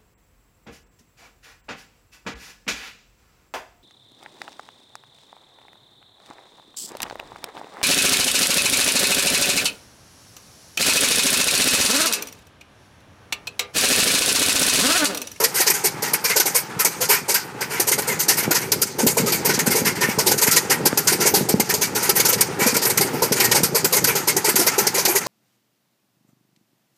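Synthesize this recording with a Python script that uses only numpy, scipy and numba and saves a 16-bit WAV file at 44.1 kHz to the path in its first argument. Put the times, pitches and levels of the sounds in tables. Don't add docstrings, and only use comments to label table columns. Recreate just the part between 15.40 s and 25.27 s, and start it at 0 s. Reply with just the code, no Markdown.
import sys
import numpy as np
from scipy import signal
from scipy.fft import rfft, irfft
from scipy.io import wavfile
from scipy.ndimage import uniform_filter1d
from numba import njit

SR = 44100
rng = np.random.default_rng(int(sys.argv[2]) if len(sys.argv) > 2 else 0)


def digitize_waveform(pressure):
    field = np.atleast_2d(pressure).T
    bounded = np.clip(field, -1, 1)
    quanta = np.round(bounded * 32767).astype(np.int16)
    wavfile.write(sys.argv[1], SR, quanta)


N = 435266


def undb(db):
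    return 10 ** (np.asarray(db) / 20)


def unit(x):
    return x / np.sqrt(np.mean(x ** 2))


def noise():
    return rng.standard_normal(N)


@njit
def bandpass(x, centre_hz, width_hz):
    y, band, low = np.empty(len(x)), 0., 0.
    for i in range(len(x)):
        g = np.tan(np.pi * centre_hz[i] / SR)
        damping = width_hz / centre_hz[i]
        v = (band + g * (x[i] - low)) / (1 + g * (g + damping))
        band, low = 2 * v - band, low + 2 * g * v
        y[i] = damping * v
    return y


def resonate(x, modes, bend=0.95):
    out = 0
    for k, (pitch_hz, width_hz, level_db) in enumerate(modes):
        centre_hz = pitch_hz * bend * np.ones(N)
        once = bandpass(x, centre_hz, 1.26 * width_hz)
        twice = bandpass(once, centre_hz, 1.72 * width_hz)
        out = out + (-1) ** k * undb(level_db) * twice
    return out


def coloured(points):
    hz, level_db = np.transpose(points)
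    f = np.fft.rfftfreq(N, 1 / SR) + 1
    gain = undb(np.interp(np.log(f), np.log(hz), level_db, left=-60))
    return unit(irfft(rfft(noise()) * gain, N))


def walk(rate):
    hold = int(SR / rate)
    steps = np.repeat(rng.standard_normal(N // hold + 1), hold)
    return unit(uniform_filter1d(uniform_filter1d(steps, hold), hold)[:N])


def random_pulses(per_s, spread_db):
    level_db = spread_db * np.minimum(rng.exponential(size=N), 3)
    return (rng.random(N) < per_s / SR) * undb(level_db)


def add(out, s, piece):
    i = max(int(s * SR), 0)
    out[i:i + len(piece)] += piece[:len(out) - i]


def puff(rise_s, t60_s):
    t = np.arange(SR // 2) / SR
    shape = (1 - np.exp(-t / max(rise_s, 2e-4))) ** 2 * 1000 ** (-t / max(t60_s, .01))
    return shape / shape.max()


# [dB re jet, stub]
NEAR_FIRINGS = [(-0.003, -17, 1.5, 310, -4), (0.034, -11, 14.0, 51, -12.0), (0.138, -17.5, 7.9, 490, -15),
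                (0.2, -12.5, 7.2, 94, -8.5), (0.262, -12.5, 30, 66, -12.5), (0.298, -11.5, 3.8, 86, -13),
                (0.336, -20.5, 3.1, 310, -14), (0.435, -13, 26, 102, -10), (0.62, -19, 3.3, 310.0, -8),
                (0.733, -12, 1.5, 107, -11), (0.839, -15.5, 4.4, 180, -13.5), (0.891, -19.5, 4.4, 230, -8),
                (0.957, -12, 37, 62, -8.5), (0.997, -11, 2.5, 103, -13.0), (1.054, -17, 3.3, 250.0, -7.5),
                (1.141, -13, 19, 140, -13.0), (1.389, -12.5, 15.0, 95, -18), (1.447, -10.0, 0.94, 135, -9),
                (1.603, -17, 10.6, 160, -6.5), (1.684, -12.5, 16, 235, -8.5), (1.878, -15.5, 30, 124, -8),
                (1.939, -12.5, 3.8, 152, -16.0), (2.205, -20.5, 5.5, 146, -9.0),
                (2.29, -27.5, 23, 450, -7.5), (2.397, -12, 2.3, 120, -10), (2.465, -15.5, 53.0, 81, -9),
                (2.514, -12, 1.9, 127, -13.0), (2.577, -18, 63, 58, -3.5), (2.62, -22, 0.47, 95, -18),
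                (2.67, -17.5, 9.6, 225, -8.5), (2.788, -15.5, 16, 123, -23), (2.88, -11, 5.2, 200, -12),
                (2.965, -16, 15, 146, -16), (3.025, -21.5, 5.2, 130.0, -9), (3.106, -12.5, 10, 65, -6.5),
                (3.139, -17, 16, 160, -11.5), (3.21, -26, 2.5, 270.0, -13), (3.317, -11, 1.8, 117, -12.5),
                (3.414, -11.5, 8.8, 62, -17), (3.458, -29.0, 24, 76.0, -18), (3.58, -18.5, 44, 120, -2),
                (3.664, -12.5, 2.6, 250, -10.0), (3.768, -15.5, 3.8, 200, -3.5),
                (3.856, -18.5, 17, 155, -6.5), (3.918, -14.5, 4.1, 226, -13.5), (4.044, -14, 61, 69, -8.5),
                (4.084, -19, 7.9, 131.0, -2), (4.131, -21, 18, 98, -20), (4.19, -13, 0.85, 120, -10),
                (4.258, -15.5, 11.0, 89, -6.5), (4.299, -14.5, 12, 140, -15), (4.349, -16, 6.0, 210, -4),
                (4.443, -16.5, 27, 134, -18), (4.55, -28.0, 4.7, 220, -15), (4.605, -18.5, 8.3, 260, -8.5),
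                (4.686, -24.5, 2.9, 380, -9), (4.784, -12.5, 3.5, 140, -6), (4.859, -13, 7.7, 260, -9.5),
                (4.911, -11, 15.0, 37, -6), (4.973, -17.5, 26, 65, -14), (5.009, -12.5, 18.0, 115, -11.5),
                (5.065, -14.5, 4.1, 150, -11), (5.107, -11.5, 3.5, 260, -27),
                (5.159, -11.5, 22, 65.0, -11.0), (5.294, -13, 15, 127, -7.5), (5.451, -11, 16.0, 67, -6),
                (5.573, -9, 1.6, 100, -10), (5.669, -12.5, 3.9, 210, -17), (5.719, -14, 5, 115, -7),
                (5.797, -16.5, 11.5, 260, -10.0), (5.85, -14.5, 19, 140, -5), (5.936, -13, 5.4, 240, -5.5),
                (6.086, -15.0, 3.8, 153, -4), (6.198, -10, 1, 86, -8.0), (6.288, -16.5, 9.2, 114, -9.0),
                (6.338, -14, 0.9, 156, -8), (6.409, -15, 6.3, 194, -12), (6.546, -18, 6.5, 240, -6),
                (6.617, -18.5, 15.0, 194.0, -11.0), (6.69, -10.0, 4, 82, -7.5), (6.747, -15, 32, 180, -11),
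                (6.795, -11.5, 14.0, 37, -8), (6.847, -12, 23.0, 59, -10), (6.878, -13.5, 12, 106, -12),
                (6.924, -13, 8, 74, -11), (6.974, -27, 10, 63.0, -11), (7.007, -10, 2.9, 85, -14.5),
                (7.186, -17.5, 16, 230, -4.5), (7.26, -15, 7.1, 190.0, -7.5), (7.338, -21, 32.0, 60.0, -15),
                (7.365, -12, 0.82, 120, -10.0), (7.413, -16, 41, 70, -12), (7.449, -14, 3.8, 210, -9),
                (7.494, -14, 19.0, 54, -7.0), (7.573, -11, 1.6, 95, -21), (7.608, -15, 1.6, 220, -7.5),
                (7.727, -28.5, 8, 400, 2.5), (7.818, -13.5, 5.5, 176, -3), (7.919, -12.5, 3, 90, -9),
                (7.951, -21.5, 29, 120, -10.0), (7.998, -15, 2.3, 310, -10),
                (8.037, -12.5, 17.0, 65, -10.0), (8.112, -12, 2.9, 106, -9), (8.14, -14, 15.0, 140, -4.0),
                (8.232, -11.5, 0.81, 155, -14), (8.344, -14, 8.2, 175, -4), (8.444, -10, 1.3, 120.0, -8),
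                (8.522, -12.5, 4.6, 240, -11), (8.561, -15.5, 14, 73.0, -6.5), (8.64, -11.5, 2.8, 73, -15),
                (8.664, -16, 9.5, 210, -11), (8.751, -14.5, 3.2, 235, -9), (8.871, -13.5, 6.2, 160, -6.5),
                (8.965, -12.5, 0.83, 135, -7.5), (9.041, -16, 4.6, 300, -7), (9.082, -14.5, 36, 51, -5),
                (9.155, -12, 2.4, 160, -14), (9.185, -15.0, 11, 179.0, -5.5), (9.262, -12.5, 10.7, 86, -7),
                (9.313, -28.5, 2.3, 474.0, -6), (9.378, -12.5, 5.6, 147, -6), (9.467, -12.5, 1.6, 88, -9),
                (9.539, -16.5, 8.8, 144, -8), (9.575, -17.0, 5.5, 170, -5.5), (9.649, -12, 4.6, 74, -12.0),
                (9.673, -15, 13.0, 170, -4.5), (9.748, -12.5, 52, 68, -8), (9.805, -28, 2.7, 190, -12),
                (9.861, -17.0, 11.0, 110, -4)]
USUAL_JET_DB = -15
ROAR_DB, ROAR_PER_DB, ROAR_SCATTER_DB = -7.5, -.5, 2.5


def discharge(draws):
    jet, throat, stub, pulses = np.zeros((4, N))
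    bleed = undb(-23) * puff(0.079, 0.33)
    for (s, level_db, opening_ms, t60_ms, knock_db), draw in zip(NEAR_FIRINGS, draws):
        rise, t60 = opening_ms / 1000, t60_ms / 1000
        roar_db = ROAR_DB + ROAR_PER_DB * (level_db - USUAL_JET_DB) + ROAR_SCATTER_DB * draw[3]
        jet_power = puff(rise, t60) ** 2 + bleed ** 2
        throat_power = puff(1.98 * rise, 0.85 * t60) ** 2 + bleed ** 2
        stub_power = puff(0.92 * rise, 0.79 * t60) ** 2
        add(jet, s, undb(level_db) ** 2 * jet_power)
        add(throat, s + 0.0031, undb(level_db + roar_db) ** 2 * throat_power)
        add(stub, s - .002, undb(level_db + knock_db) ** 2 * stub_power)
        pulse = np.hanning(40) / (1 + rise / 0.031)
        add(pulses, s - .003 + .7 * rise, undb(level_db + knock_db) * pulse)
    return jet, throat, stub, pulses


# [dB per Hz, relative]
JET_SPECTRUM = [(1470, -19), (2500, -9), (3520, -11.5), (4800, -0.5), (5270, -3), (6450, 0), (7650, -2.5),
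                (8870, 0.5), (9810, -5), (12200, 4), (15300, -8.5), (15600, -22), (16000, -35)]
CRACKLES_PER_S, CRACKLE_DB = 300, -19


def gas_jet(jet, ragged, chance):
    pops = random_pulses(CRACKLES_PER_S, 4)
    broad = coloured(JET_SPECTRUM) * (1 + undb(CRACKLE_DB) * unit(uniform_filter1d(pops, size=30)))
    bands = resonate(broad, [(5690, 1300, 0)], 1.145 ** chance[0])
    bands = bands + resonate(broad, [(10630, 1460, -1)], 1.14 ** np.clip(chance[1], -2, 2))
    eddies = 0
    for hz in 3000 * 1.3 ** np.arange(7):
        eddies = eddies + undb(6.3 * walk(45)) * bandpass(broad, np.full(N, hz), hz / 1.8)
    gas = eddies + undb(1.5) * bands
    steady = gas / np.sqrt(uniform_filter1d(gas ** 2, size=SR // 40))
    hiss = np.sqrt(jet) * ragged * steady
    top = bandpass(hiss, np.full(N, 12000.), 9400.0)
    return hiss + top * ((jet / jet.max()) ** 0.2 * 1.22 - 1)


# pitch_hz [Hz], width_hz [Hz, nominal], level_db [dB]
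THROAT_MODES = [(1036, 57, 0), (1437, 360, -7), (2236, 900, -3.5)]
BARK_PITCHES = [1360, 1522, 1889, 2150, 2307]


def throat_roar(throat, ragged, latest):
    pitch_hz = rng.choice(BARK_PITCHES, len(NEAR_FIRINGS))[latest] * 1.03 ** walk(30)
    bark = unit(resonate(noise(), [(0.99, 65, 0)], pitch_hz))
    body = unit(resonate(noise(), THROAT_MODES))
    return np.sqrt(throat) * ragged * (undb(-3.0) * body + undb(-7) * bark)


# pitch_hz [Hz], width_hz [Hz, nominal], level_db [dB]
STUB_MODES = [(422, 76, 3.5), (595, 100, -11), (891, 116, -2)]


def stub_knock(stub, pulses, bend):
    ring = undb(1.0) * np.sqrt(stub) * unit(resonate(noise(), STUB_MODES, bend))
    return ring + undb(13.5) * resonate(pulses, STUB_MODES, bend)


def near_stubs():
    draws = rng.standard_normal((len(NEAR_FIRINGS), 4))
    jet, throat, stub, pulses = discharge(draws)
    starts = np.array(NEAR_FIRINGS)[:, 0]
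    latest = np.maximum(np.searchsorted(starts, np.arange(N) / SR + 0.00265) - 1, 0)
    chance = draws[latest].T
    ragged = undb(0.32 * walk(200) + 1.2 * walk(50))
    hiss = gas_jet(jet, ragged, chance)
    roar = throat_roar(throat, ragged, latest)
    return hiss + roar + stub_knock(stub, pulses, 1.084 ** chance[2])


# start_s [s, at the crest], level_db [dB, nominal], t60_ms [ms]
LOW_THUDS = [(3.079, -8, 16), (3.629, -10.5, 92), (3.666, -5.5, 14), (3.799, -11.5, 29), (3.832, -14.5, 61),
             (4.178, -13, 28), (4.275, -7.5, 30), (4.297, -14, 27), (4.418, -11, 27), (4.688, -10.5, 22),
             (4.778, -12.5, 23), (5.083, -6, 12), (5.461, -13, 22), (5.53, -9.5, 18), (6.009, -10, 32),
             (6.029, -15, 22), (6.141, -1, 28), (6.169, -20.5, 81), (6.198, -10, 27), (7.219, -11.5, 26),
             (7.261, -9.5, 35), (7.329, -17, 27), (7.356, -15, 22), (7.739, -14, 42), (7.913, -9.5, 21),
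             (8.205, -15, 27), (8.233, -8, 19), (8.458, -16.5, 24), (9.144, -15.5, 31)]
THUD_HZ, THUD_SCATTER = 214, 0.079
THUD_SWELL_PER_S = 0.95
FLUTTER_RAD, FLUTTER_DB = 1.1, 4


def thuds():
    out, t = np.zeros(N), np.arange(SR // 2) / SR
    wander = np.array([walk(90), walk(90)])
    for (s, level_db, t60_ms), draw in zip(LOW_THUDS, rng.standard_normal(len(LOW_THUDS))):
        hz, t60 = THUD_HZ * (1 + THUD_SCATTER * draw), t60_ms / 1000
        lead = 0.18 / hz
        i, late = int(s * SR), np.clip(t * hz / 3, 0, 1)
        drift, lump = wander[:, i:i + len(t)] * late
        shape = puff(THUD_SWELL_PER_S * t60 ** 2, t60) * undb(FLUTTER_DB * lump)
        phase = 2 * np.pi * hz * (t - lead) + FLUTTER_RAD * drift
        wave = shape * (np.cos(phase) + 0.4 * np.cos(2 * phase))
        balanced = wave - shape * wave.sum() / shape.sum()
        add(out, s - lead, undb(level_db) * balanced)
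    return signal.sosfilt(signal.butter(2, 80, "high", fs=SR, output="sos"), out)


# start_s [s], level_db [dB, before decay], pitch_hz [Hz], decay_s [s]
METAL_TICK = (5.5288, -7, 1600, .0005)


def tick():
    out, (s, level_db, hz, decay_s) = np.zeros(N), METAL_TICK
    t = np.arange(SR // 100) / SR
    add(out, s, -undb(level_db) * np.sin(2 * np.pi * hz * t) * np.exp(-t / decay_s))
    return out


# [dB, mean]
CHURN_LEVELS = [(0.0, -37.5, -35), (2.28, -38, -37.5), (3.08, -31, -34.5), (3.55, -36, -41.5),
                (3.82, -28, -37), (5.25, -31, -33.5), (6.02, -26.5, -37), (6.38, -34.5, -36.5),
                (6.82, -31.5, -35.5), (7.09, -30, -32.5), (8.16, -30.5, -35), (9.87, -34, -35)]
# pitch_hz [Hz], width_hz [Hz, nominal], level_db [dB]
RUMBLE_MODES = [(119.6, 88, -6), (167.3, 77, 2.5), (244, 115, -5.5), (424, 156, -1.5)]
# pitch_hz [Hz], width_hz [Hz, nominal], level_db [dB]
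CLATTER_MODES = [(884, 152, 12.5), (1356, 320, 6), (2000, 890, 2.5), (6100, 7800, -12.5)]


def churn():
    s, *columns = np.transpose(CHURN_LEVELS)
    rumble_db, clatter_db = (np.interp(np.arange(N) / SR, s, c) for c in columns)
    beats = random_pulses(130, 1.7) + 0.05 * noise()
    rumble = undb(rumble_db + 2 * walk(20)) * unit(resonate(beats, RUMBLE_MODES))
    clatter = undb(clatter_db + 2 * walk(40)) * unit(resonate(noise(), CLATTER_MODES))
    return rumble + clatter


def scene():
    return (near_stubs() + thuds() + tick() + churn())[None]


MIC_LOW_HZ, TOP_HZ = 93, 15400
CEILING = .64


def record(dry):
    thin = signal.sosfilt(signal.butter(2, MIC_LOW_HZ, "high", fs=SR, output="sos"), dry)
    rounded = CEILING * np.tanh(thin / CEILING)
    return signal.sosfilt(signal.ellip(10, .2, 75, TOP_HZ, fs=SR, output="sos"), rounded)


dry = scene()
out = record(dry)
digitize_waveform(out)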